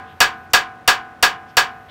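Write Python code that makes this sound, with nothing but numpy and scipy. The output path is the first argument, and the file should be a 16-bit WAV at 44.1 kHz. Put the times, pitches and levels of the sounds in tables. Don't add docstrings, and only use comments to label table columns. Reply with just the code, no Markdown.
import sys
import numpy as np
from scipy import signal
from scipy.fft import rfft, irfft, next_fast_len
from scipy.io import wavfile

SR = 44100
rng = np.random.default_rng(int(sys.argv[2]) if len(sys.argv) > 2 else 0)


def dump_mix(stems):
    frames = np.atleast_2d(stems).T
    limited = np.clip(frames, -1, 1)
    pcm = np.round(limited * 32767).astype(np.int16)
    wavfile.write(sys.argv[1], SR, pcm)


N = 83790
T = np.arange(SR) / SR

# [t/s, relative level/dB]
BLOW_TIMES = [(-.135, -2.5), (0.2034, -1), (0.5342, -1), (0.8766, -1), (1.2264, -1.5), (1.5689, -1.96)]
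# [f/Hz, relative level/dB, t60/s, rise/s]
CLANG_MODES = [(495, -19, .13, .002), (567, -23, .19, .004), (727, -9, .12, .004), (796, -19, .17, .004),
               (818, -22, .16, .004), (944, -13, .2, .003), (1061, -16, .27, .05), (1189, -12, .12, .005),
               (1280, -19, .12, .001), (1368, -20, .12, .005), (1407, -20, .2, .005),
               (1558, -22, .27, .008), (1605, -2, .13, .05), (1634, -5, .17, .025), (1662, 3, .115, .045),
               (1703, 0, .13, .027), (1747, -21, .11, .001), (1768, -18, .19, .04), (2005, -13, .13, .038),
               (2042, -17, .2, .001), (2309, -23, .28, .007), (2543, -10, .125, .01),
               (2660, -9, .125, .028), (2774, -17, .11, .001), (2888, -13, .11, .002),
               (2916, -22, .26, .04), (3000, -15, .15, .002), (3113, -13, .14, .05), (3197, -21, .13, .001),
               (3647, -15, .135, .002), (4433, -15, .12, .004), (4577, -23, .18, .001),
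               (4631, -14, .15, .001), (5318, -20, .12, .001), (5483, -18, .11, .001)]
# [f/Hz, relative level/dB, t60/s, rise/s]
RING_MODES = [(119.6, -51, 1, .01), (166, -51, 0.99, .01), (205.6, -48, 1.4, 0.012),
              (242, -46.5, 1.84, 0.0084), (328.3, -46, 1.3, 0.013), (449, -40.5, 0.88, 0.0091),
              (703.4, -33, 0.88, .004), (752.7, -27, 1.04, 0.0045), (805.5, -32.5, 0.85, 0.0045),
              (1022, -28.5, 0.7, .004), (1070, -31.5, .62, 0.0044), (1230, -29, 0.65, .004),
              (1335, -40.5, 0.89, .004), (1485, -31, 1.02, 0.0036), (1625, -29, 0.7, .004),
              (1787, -38.5, 0.71, 0.0032), (2540, -46, 0.91, .004)]
# [f/Hz, relative density level/dB]
CRASH_SPECTRUM = [(60, -20), (250, -20), (480, -7.5), (660, -11.5), (900, -5), (1350, -0.5), (1900, -3.5),
                  (2300, -5.5), (3000, -6), (3900, -7), (5300, -6), (6300, -9.5), (7500, -10),
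                  (8300, -14.5), (10800, -23), (15000, -17.5)]
# [f/Hz, t60/s]
CRASH_DECAY = [(150, 0.3), (600, 0.19), (1500, 0.23), (3000, 0.21), (5000, 0.15), (8000, 0.14),
               (15000, 0.12)]
# [f/Hz, relative level/dB]
BRUSH_SPECTRUM = [(100, -12.5), (500, -12), (1000, 10.5), (1700, 10.5), (3000, -6.5), (5000, -7),
                  (8000, -19.5), (14000, -27.5)]
# [f/Hz, t60/s]
BRUSH_DECAY = [(200, .9), (1500, .7), (4000, .48), (12000, .33)]
# [f/Hz, relative density level/dB]
AIR_SPECTRUM = [(20, -32), (50, -12), (85, -3), (140, -4), (300, -10), (1000, -13), (1700, -14),
                (2500, -21), (4500, -32), (9000, -41), (16000, -46)]
# [start t/s, end t/s]
BUZZ_TIMES = [(.09, 0.47), (1.48, 2.5)]
# [centre t/s, full width at 1/e t/s, centre f/Hz, level/dB]
NOISE_SWELLS = [(0.1, 0.074, 3140, -52.5), (0.51, 0.019, 6300, -58), (1.505, .05, 2950, -59),
                (1.5, 0.033, 4900, -59), (1.9, 0.022, 3200, -44)]

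CRACK_DB, CRACK_T60_S, CRACK_CORNER_HZ = -4, 0.014, 5000
THUD_DB, THUD_HZ, THUD_T60_S = -28, 92, 0.072
CLANG_DB, RING_DB = 2, -0.5
MODE_SCATTER_DB = 1
CRASH_DB, CRASH_RISE_S = -4, 0.0029
CRASH_CHANGE = 0.21
SHEET_UNEVEN_DB = 2
BRUSH_DB, BRUSH_RISE_S = -31, .02
HUM_HZ, HUM_RMS_DB, HUM_END_S, HUM_FADE_S = 87.3, -54, .6, .1
AIR_DB = -47.5
BUZZ_HZ, BUZZ_HALF_WIDTH_HZ, BUZZ_DB, BUZZ_FADE_S = 12800, 170, -74.5, 0.01
SWELL_HALF_WIDTH = 0.16
CLIP_TOP, CLIP_KNEE = .7, 2.9
TOP_HZ = 15850


def amp(db):
    return 10 ** (np.asarray(db) / 20)


def along(points, hz):
    f, v = np.transpose(points)
    return np.interp(np.log(hz + 1), np.log(f + 1), v)


def filtered(x, response):
    m = next_fast_len(len(x) + 8192)
    spectrum = rfft(x, m)
    return irfft(spectrum * response(np.fft.rfftfreq(m, 1 / SR)), m)[:len(x)]


def noise(spectrum, size):
    x = filtered(rng.standard_normal(size), lambda hz: amp(along(spectrum, hz)))
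    return x / x.std()


def narrow(centre_hz, half_width_hz):
    x = filtered(rng.standard_normal(N), lambda hz: 1 / (1 + ((hz - centre_hz) / half_width_hz) ** 2))
    return x / x.std()


def fall(t, t60):
    return np.exp(-np.log(1000) * t / t60)


def rise(seconds):
    return 1 - np.exp(-T / seconds)


def dying(spectrum, t60s):
    hz, t, bands = signal.stft(noise(spectrum, len(T)), SR, nperseg=256)
    damped = bands * fall(t, along(t60s, hz)[:, None])
    return signal.istft(damped, SR)[1][:len(T)]


def modes(table):
    hz, db, t60, rise_s = np.transpose(table)[:, :, None]
    gain = amp(db + MODE_SCATTER_DB * rng.standard_normal(db.shape))
    sense = (-1) ** np.arange(len(hz))[:, None]
    envelope = rise(rise_s) * fall(T, t60)
    return np.sum(sense * gain * envelope * np.sin(2 * np.pi * hz * T), axis=0)


def sheet_modes(count):
    t = T[:SR // 2]
    hz = TOP_HZ * (np.arange(count) + rng.random(count))[:, None] / count
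    gain = amp(along(CRASH_SPECTRUM, hz) + SHEET_UNEVEN_DB * rng.standard_normal(hz.shape))
    sines = np.sin(2 * np.pi * (hz * t + rng.random(hz.shape)))
    waves = sines * fall(t, along(CRASH_DECAY, hz))
    onset_rms = np.sqrt(np.sum(gain ** 2) / 2)
    return np.pad(np.sum(gain * waves, axis=0) / onset_rms, (0, len(T) - len(t)))


def contact():
    crack = filtered(rng.standard_normal(len(T)), lambda hz: hz / np.hypot(hz, CRACK_CORNER_HZ))
    thud = np.sin(2 * np.pi * THUD_HZ * T) * fall(T, THUD_T60_S)
    return amp(CRACK_DB) * crack * fall(T, CRACK_T60_S) + amp(THUD_DB) * thud


def brush_echo():
    return amp(BRUSH_DB) * rise(BRUSH_RISE_S) * dying(BRUSH_SPECTRUM, BRUSH_DECAY)


def add(track, s, sound):
    start = round(s * SR)
    part = sound[max(-start, 0):][:N - max(start, 0)]
    track[max(start, 0):][:len(part)] += part


def hammering():
    track = np.zeros(N)
    sheet = sheet_modes(count=640)
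    for s, db in BLOW_TIMES:
        varied_sheet = sheet + CRASH_CHANGE * dying(CRASH_SPECTRUM, CRASH_DECAY)
        crash = amp(CRASH_DB) * rise(CRASH_RISE_S) * varied_sheet
        clang = amp(CLANG_DB) * modes(CLANG_MODES)
        ring = amp(RING_DB) * modes(RING_MODES)
        add(track, s, amp(db) * (contact() + crash + clang + ring + brush_echo()))
    return track


def hum():
    t = np.arange(N) / SR
    tone = np.sqrt(2) * np.sin(2 * np.pi * HUM_HZ * t)
    fade = np.clip((HUM_END_S - t) / HUM_FADE_S, 0, 1)
    return amp(HUM_RMS_DB) * tone * fade


def air():
    return amp(AIR_DB) * noise(AIR_SPECTRUM, N)


def insect():
    t = np.arange(N) / SR
    gate = np.zeros(N)
    for start, end in BUZZ_TIMES:
        gate += np.clip(np.minimum(t - start, end - t) / BUZZ_FADE_S, 0, 1)
    return amp(BUZZ_DB) * gate * narrow(BUZZ_HZ, BUZZ_HALF_WIDTH_HZ)


def noise_swells():
    t = np.arange(N) / SR
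    track = np.zeros(N)
    for s, length, hz, db in NOISE_SWELLS:
        swell = np.exp(-(2 * (t - s) / length) ** 2)
        track += amp(db) * swell * narrow(hz, SWELL_HALF_WIDTH * hz)
    return track


def scene():
    return (hammering() + hum() + air() + insect() + noise_swells())[None]


def record(dry):
    clipped = dry / (1 + np.abs(dry / CLIP_TOP) ** CLIP_KNEE) ** (1 / CLIP_KNEE)
    return signal.sosfilt(signal.butter(20, TOP_HZ, fs=SR, output="sos"), clipped)


dry = scene()
out = record(dry)
dump_mix(out)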